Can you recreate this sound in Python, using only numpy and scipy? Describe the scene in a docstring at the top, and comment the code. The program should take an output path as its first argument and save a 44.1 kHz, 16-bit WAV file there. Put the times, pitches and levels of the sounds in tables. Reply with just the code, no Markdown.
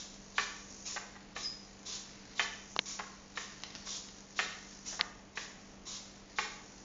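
"""A small wire-legged robot walks on a table in a quiet room. Its servos whirr on every beat, twice a second:
gear teeth tick and rub, a motor whines, and the motors fizz and grind while they hold each pose.
Feet land in pairs as short clusters of damped rings with a skid of noise; wire legs tick, a joint squeaks once.
Three dry clicks, each a snap, a knock and a rattle, sound right at the microphone.
A faint mains hum of wavering tones and a soft rush of noise lie under it all."""
import sys
import numpy as np
from scipy import signal
from scipy.fft import rfft, irfft
from scipy.io import wavfile
from scipy.ndimage import map_coordinates

SR = 44100
rng = np.random.default_rng(int(sys.argv[2]) if len(sys.argv) > 2 else 0)


def pcm_store(signal):
    """Save signal as 16-bit PCM."""
    levels = np.round(np.clip(np.atleast_2d(signal), -1, 1) * 32767)
    wavfile.write(sys.argv[1], SR, levels.astype(np.int16).T)


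N = 301644

# the time of every sample (s); the walk is under way a moment before zero
TIME = np.arange(-SR // 4, N) / SR
# one servo stroke on every beat (s), and the control pulses that drive the servos (per second)
FIRST_STROKE_S, BEAT_S, PULSE_HZ = -.153, .5004, 49.7
# the four strokes of a stride (legs back, body over, legs forward, body back): [length_s, level_db,
# swell_db from start to end, gear_case_db, low_growl_db, motor_whine_db, spin_up_s, second_foot_db];
# case and growl are relative to the stroke, the whine stands alone, the second foot is relative to the first
GAIT = [(.118, -40.5, -2, -10, -19, -60, 0.016, -15), (.088, -42, -1, -6, -18, -68, .028, -6),
        (.104, -40.5, -9.5, -16, -17.5, -69, .014, 1.5), (.097, -43, -2, -9.5, -13, -62.5, .008, 1.5)]
# pairs of feet landing: [start_s, level_db, second_foot_after_s, pitch_ratio, brightness_db per octave]
FOOTFALLS = [(0.3814, -35.5, 0.0078, 0.98, 1.5), (0.9626, -44, 0.0085, 1.04, -5),
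             (1.1549, -59, 0.0068, 1.06, -5.5), (1.3633, -47, 0.0016, 1.0, -1.5),
             (2.3948, -34.5, 0.0071, 0.99, 3), (2.9910, -44, 0.0056, 1.06, -5.5),
             (3.3734, -44, 0.0023, 0.99, 0), (3.872, -57.5, .0054, 0.85, 3),
             (4.3908, -35.3, 0.0048, 1.01, 1), (4.926, -55.5, 0.0048, 0.9, -10),
             (4.9935, -44, .0043, 1.09, -6.5), (5.3727, -44.5, 0.0024, 0.99, 0.5),
             (6.3855, -36.5, 0.0046, 1.06, -2)]


def undb(db):
    """Decibels to gain."""
    return 10 ** (np.asarray(db) / 20)


def unit(x):
    """Scale to rms 1."""
    return x / np.sqrt(np.mean(x ** 2))


def add(track, start, sound):
    """Mix a sound into a track at a time in seconds."""
    i = np.searchsorted(TIME, start)
    part = sound[:len(track) - i]
    track[i:i + len(part)] += part


def low_cut(x, hz):
    """Remove what lies below a pitch, with a second-order high-pass."""
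    return signal.sosfilt(signal.butter(2, hz, 'highpass', fs=SR, output='sos'), x)


def colour(x, points):
    """Reshape the spectrum of a sound by a curve of (Hz, dB) points, at rms 1."""
    hz, db = np.transpose(points)
    f = np.maximum(np.fft.rfftfreq(len(x), 1 / SR), 1)
    gain = undb(np.interp(np.log(f), np.log(hz), db))
    return unit(irfft(rfft(x) * gain, len(x)))


def wander(rate):
    """Smooth random drift with a spread near 1, through a given number of random points a second."""
    knots = rng.standard_normal(4096)
    return map_coordinates(knots, [(TIME - TIME[0]) * rate], order=3, mode='wrap')


def envelope(t, length, attack_s, release_s):
    """Rise from t = 0, hold for a length, die away."""
    rise = 1 - np.exp(-np.maximum(t, 0) / attack_s)
    return rise * np.exp(-np.maximum(t - length, 0) / release_s)


def ring(modes, t, pitch=1, tilt_db=0):
    """Damped tones struck at t = 0; a wider mode dies faster, and tilt_db an octave tips the upper ones."""
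    t = np.maximum(t, 0)
    out = np.zeros_like(t)
    for k, (hz, width, db) in enumerate(modes):
        sign = (-1) ** (k // 2)  # pairs of modes swing opposite ways
        gain = undb(db + tilt_db * np.log2(hz / modes[0][0]))
        out += sign * gain * np.exp(-np.pi * width * t) * np.sin(2 * np.pi * hz * pitch * t)
    return out


def strike(modes, t, pitch, tilt_db, chatter, chatter_s, count=6):
    """A springy wire hits the table and chatters a few times before it rests."""
    when, size = rng.uniform(-1, 1, (2, count))
    delays = (np.arange(count) + 1 + when / 2) * chatter_s
    sizes = size / np.linalg.norm(size)  # the bounces share a set part of the blow's energy
    bounces = sum(s * ring(modes, t - d, pitch, tilt_db) for d, s in zip(delays, sizes))
    return ring(modes, t, pitch, tilt_db) + chatter * bounces


def room(x, wet_db, build_s):
    """Add echoes as a tail of noise that builds up and fades; every half second draws a fresh tail."""
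    t, step, out = np.arange(SR) / SR, SR // 2, x.copy()
    t60_s = .66  # time to fade by 60 dB
    for i in range(0, len(x), step):
        tail = rng.standard_normal(SR) * np.exp(-np.log(1000) * t / t60_s)
        tail *= 1 - np.exp(-(t / build_s) ** 2)
        echo = signal.fftconvolve(x[i:i + step], tail / np.linalg.norm(tail))
        add(out, TIME[i], undb(wet_db) * echo)
    return out


def beat_at(s):
    """Number of the gait's beat at a time in seconds."""
    return int((s - FIRST_STROKE_S) // BEAT_S)


def strokes():
    """Start time, gait row and load row of every stroke of the walk."""
    # the load on each beat: [extra_effort_db of the stroke, fizz_db and grind_db in the pose that follows]
    loads = [(3, -62.5, -66), (1.5, -55, -67), (2, -72, -65), (-2, -65, -65), (0, -65, -60.5),
             (1, -56, -73), (0.5, -65, -65), (-3.5, -64, -61.5), (0.5, -62.5, -65.5), (2, -58, -64),
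             (0.5, -68.5, -70.5), (-3.5, -65.5, -68), (-2, -68, -64.5), (0, -60, -67)]
    return [(FIRST_STROKE_S + k * BEAT_S, GAIT[k % len(GAIT)], load) for k, load in enumerate(loads)]


def background():
    """Mains hum, a set of steady pitches that waver in level and phase, over the soft noisy rush of the room."""
    # mains hum: [pitch_hz, level_db (rms, before the waver)]
    hum_tones = [(49.4, -69.5), (148.2, -81.5), (197.4, -60.5), (246.8, -75.5), (296.1, -68.5),
                 (444.5, -73)]
    # spectrum of the room's rush: [pitch_hz, relative_level_db per Hz]
    air = [(20, 9.5), (33, 7.5), (48, -1), (70, -5.5), (110, -4), (150, -3), (280, -5), (450, -7.5),
           (800, -9), (1500, -16.5), (3000, -18.5), (7000, -35.5)]
    out = np.zeros_like(TIME)
    for hz, db in hum_tones:
        level = undb(db + wander(2.7)) * np.sqrt(2)  # a sine of rms 1 peaks at the root of 2
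        out += level * np.sin(2 * np.pi * (hz * TIME + rng.random()) + 0.064 * wander(5.7))
    air_level = undb(-54.5 + .5 * wander(5.9))
    return out + air_level * colour(rng.standard_normal(len(TIME)), air)


def near_clicks():
    """A snap of a few cycles, a low knock and a brief rattle, too close to stir the room."""
    # dry clicks: [start_s, level_db, snap_hz at its middle, gliding down from 1.25 to 0.75 of it,
    # snap_length_s, knock_db, knock_hz, rattle_db]; knock and rattle are relative to the click's level
    clicks = [(2.7638, -21.5, 3300, .00035, 5.5, 1100, -15), (2.7909, -11.7, 3600, .0013, -3.5, 2200, -15),
              (5.0107, -8.8, 3950, .0008, -11, 2000, -21)]
    # spectrum of the rattle: [pitch_hz, relative_level_db per Hz]
    rattle_colour = [(60, -20), (300, -3), (1200, -3), (2500, -6), (5000, -11), (7000, -12), (8000, -52)]
    out, t = np.zeros_like(TIME), np.arange(SR // 25) / SR
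    for start, db, hz, length, knock_db, knock_hz, rattle_db in clicks:
        progress = np.minimum(t / length, 1)
        snap = np.sin(np.pi * progress) ** 2 * np.sin(2 * np.pi * hz * t * (1.25 - .25 * progress))
        knock = low_cut(np.exp(-t / .0008) * np.sin(2 * np.pi * knock_hz * t), hz=300)
        rattle = np.exp(-t / .003) * colour(rng.standard_normal(len(t)), rattle_colour)
        add(out, start, undb(db) * (snap + undb(knock_db) * knock + undb(rattle_db) * rattle))
    return out


def squeak(flutter_db=2, waver_hz=42, sag_hz=35, sag_s=.018):
    """A dry joint sings in a run of ever weaker chirps; each sags in pitch, with a faint neighbour just above."""
    # chirps: [start_s, length_s before the release, level_db, pitch_hz that the sag settles to]
    chirps = [(1.426, 0.028, -38, 5130), (1.444, 0.034, -39, 5010), (1.494, 0.02, -40.5, 5010),
              (1.53, .028, -47, 5000), (1.588, 0.012, -49, 5020)]
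    # tones of the joint: [pitch_ratio, relative_level_db]
    joint_tones = [(1, 0), (1.025, -11)]
    out, t = np.zeros_like(TIME), TIME - TIME[0]
    for start, length, db, hz in chirps:
        pitch = hz + sag_hz * np.exp(-t / sag_s) + waver_hz * wander(250)
        phase = 2 * np.pi * np.cumsum(pitch) / SR
        tones = sum(undb(tone_db) * np.sin(ratio * phase) for ratio, tone_db in joint_tones)
        add(out, start, undb(db) * tones * envelope(t, length, attack_s=.004, release_s=.02))
    return out * undb(flutter_db * wander(89.5))


def leg_ticks():
    """Wire legs snag and let go with a thin, scratchy tick: a short chattering ring."""
    # light ticks: [start_s, level_db, brightness_db per octave, average time between bounces_s]
    ticks = [(3.6357, -46, -4, 0.00055), (3.705, -57.5, 4, 0.00088), (3.7517, -48.5, 16, .0018),
             (4.087, -59, -10.5, 0.00094)]
    # tones of a leg: [pitch_hz before the pitch ratio below, width_hz, relative_level_db]
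    leg_modes = [(1500, 2600, -3.5), (2650, 3600, 9), (3830, 2800, 26.5), (5500, 670, 14)]
    out, t = np.zeros_like(TIME), np.arange(SR // 25) / SR
    for start, db, tilt_db, chatter_s in ticks:
        tick = strike(leg_modes, t, .957, tilt_db, chatter=0.94, chatter_s=chatter_s)
        add(out, start, undb(db) * unit(tick))
    return out


def after_ring():
    """The lightly damped modes of table and room sound on after each footfall, a little differently each time."""
    # long rings: [pitch_hz, time to fade by 60 dB_s, relative_level_db]
    long_modes = [(410.4, 0.51, 5.5), (496, 0.47, 4), (1140, 0.4, -8.5)]
    out, t = np.zeros_like(TIME), np.arange(SR) / SR
    for start, db, *_ in FOOTFALLS:
        for hz, t60, mode_db in long_modes:
            size = undb(-20.5 + db + mode_db + 2 * rng.standard_normal())
            add(out, start, size * np.exp(-np.log(1000) * t / t60) * np.sin(2 * np.pi * hz * t))
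    return out


def scuff(t, grit_db=4, fade_s=.013):
    """A foot skids over the table in a brief burst of uneven grains."""
    # grit under the foot: [pitch_hz, relative_level_db per Hz]
    grit_colour = [(300, -20.5), (700, -4), (1100, -2.5), (2000, -4.5), (3000, -4.5), (3900, -5.5),
                   (4800, -14.5), (7000, -16.5)]
    grains = rng.standard_normal(len(t)) * undb(grit_db * rng.standard_normal(len(t)))
    return unit(colour(grains, grit_colour) * np.exp(-t / fade_s))


def footsteps(chatter=0.95, chatter_s=0.0015, scuff_db=-5.5):
    """Two feet land milliseconds apart, tick, skid and ring frame and table; the beat sets which modes speak."""
    # frame and table top: [pitch_hz before the footfall's pitch ratio, width_hz, then relative level_db
    # as the body tips over, as the legs swing, as the body tips back]
    frame = [(420, 89, -14.5, -22.5, -5.5), (654, 130, -6, -16, -10), (805, 87, -6, -6, -6.5),
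             (988, 130, -13.5, -5.5, -21.5), (1125, 100, 2.5, -4, 0), (1270, 270, -14.5, -12.5, -17),
             (1553, 230, -5, 3, -15.5), (1781, 110, 3, -2, 2), (2076, 130, 1, -2, -7.5),
             (2265, 230, -4.5, -8.5, 4.5), (2540, 240, 1.5, -4.5, -3.5), (3030, 220, -3.5, -14, -2),
             (3350, 280, -19, -15.5, -15), (3780, 260, -3.5, -21.5, -5.5)]
    # which of those three landings is heard in the beat of each stroke: [number from 0]
    landing = [1, 0, 1, 2]
    contact = (3600, 3300, 12)  # hard tick of wire on the table top: Hz, width Hz, dB
    out, t = np.zeros_like(TIME), np.arange(SR // 16) / SR
    for start, db, lag, pitch, tilt_db in FOOTFALLS:
        stroke = beat_at(start) % len(GAIT)
        modes = [(hz, width, levels[landing[stroke]]) for hz, width, *levels in frame] + [contact]
        first = strike(modes, t, pitch, tilt_db, chatter, chatter_s)
        second = strike(modes, t - lag, pitch, tilt_db, chatter, chatter_s)
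        second_foot_db = GAIT[stroke][-1]
        knock = unit(low_cut(first + undb(second_foot_db) * second, hz=480))
        add(out, start, undb(db) * (knock + undb(scuff_db) * scuff(t)))
    return out


def teeth(tooth_hz, scatter_db, rub):
    """Gear teeth tick unevenly as they mesh, over the noisy rub of their flanks."""
    turns = np.cumsum(tooth_hz * (1 + .15 * wander(300))) / SR
    # one tick each time the count of teeth goes up by one
    ticks = np.diff(np.floor(turns), prepend=0) * undb(scatter_db * rng.standard_normal(len(TIME)))
    return unit(ticks - ticks.mean()) + rub * rng.standard_normal(len(TIME))


def strain(kick_db=7, kick_s=0.0029, settle_s=.019):
    """The motors fizz and grind in every pose, each by its own amount, kicked by each control pulse."""
    # spectra of the fizz and of the grinding: [pitch_hz, relative_level_db per Hz]
    fizz_colour = [(300, -69), (1500, -25), (3300, -13), (4500, 2), (5600, 15), (6200, 16.5), (6800, 15.5),
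                   (7400, 5.5)]
    grind_colour = [(300, -13.5), (1000, -10.5), (1800, -2), (3000, -9.5), (4500, -3.5), (7000, -14)]
    fizz, grind = np.zeros((2, len(TIME)))
    for start, _, (_, fizz_db, grind_db) in strokes():
        # the load shifts smoothly from one pose to the next
        hold = envelope(np.arange(SR) / SR, BEAT_S, settle_s, settle_s / 2)
        add(fizz, start, undb(fizz_db) * hold)
        add(grind, start, undb(grind_db) * hold)
    since_pulse = TIME % (1 / PULSE_HZ)
    kicks = unit(1 + undb(kick_db) * np.exp(-since_pulse / kick_s))
    mesh = teeth(400, scatter_db=3, rub=1.2)
    held = fizz * colour(mesh, fizz_colour) + grind * colour(mesh, grind_colour)
    return kicks * held * undb(1.5 * wander(27))


def servos(brake_s=.024, motor_hz=1090, motor_waver=0.091):
    """Each stroke spins motor and gears up and brakes them; speed sets the pitch, speed and load the loudness."""
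    # spectra of the tooth whirr, the ringing gear case and the low growl: [pitch_hz, relative_level_db per Hz]
    tooth_colour = [(300, -46), (1500, -47), (3000, -21), (4600, -7), (5150, -3), (5530, 3), (6100, 0),
                    (6700, 0), (7300, -1.5)]
    case_colour = [(500, -22.5), (2200, -15.5), (3100, -6), (3600, 2), (4200, -0.5), (4550, -5.5),
                   (5000, -1.5), (6000, -25), (7300, -17)]
    growl_colour = [(200, -7.5), (500, -3), (850, -14), (1100, -1), (1400, -14.5), (2100, -2), (3000, -9.5),
                    (6000, -22)]
    t = np.arange(SR // 2) / SR
    speed, whirr, case, growl, whine = np.zeros((5, len(TIME)))
    for start, gait_row, (effort_db, *_) in strokes():
        length, db, swell_db, case_db, growl_db, whine_db, spin_up_s, _ = gait_row
        run = envelope(t, length, spin_up_s, brake_s)
        swell = swell_db * (np.minimum(t / length, 1) - .5)
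        effort = run * undb(db + effort_db + swell)
        add(speed, start, run)
        add(whirr, start, effort)
        add(case, start, effort * undb(case_db))
        add(growl, start, effort * undb(growl_db))
        add(whine, start, run * undb(whine_db))
    gears = np.zeros_like(TIME)
    for level, spectrum in ((whirr, tooth_colour), (case, case_colour), (growl, growl_colour)):
        # teeth per second: 330 at rest, 1430 at full speed
        mesh = teeth(1100 * (.3 + speed), scatter_db=3.5, rub=0.89)
        gears += level * colour(mesh, spectrum)
    pitch = motor_hz * (.9 + .1 * speed) * (1 + motor_waver * wander(200))
    return gears + whine * np.sin(2 * np.pi * np.cumsum(pitch) / SR)


def scene():
    """The robot, already on its way at time zero, in the room; the close clicks and the hum."""
    gears = room(servos() + strain() + leg_ticks(), wet_db=-2.0, build_s=0.001)
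    joint = room(squeak(), wet_db=-12, build_s=.004)
    feet = room(footsteps(), wet_db=-3.9, build_s=0.004) + after_ring()
    return (gears + joint + feet + near_clicks() + background())[None, TIME >= 0]


def record(dry):
    """A small microphone with a narrow band: a gentle cut in the bass and a steep one in the treble."""
    top_hz = 7180
    treble_cut = signal.ellip(10, .2, 70, top_hz, fs=SR, output='sos')
    return signal.sosfilt(treble_cut, low_cut(dry, hz=38))


dry = scene()
out = record(dry)
pcm_store(out)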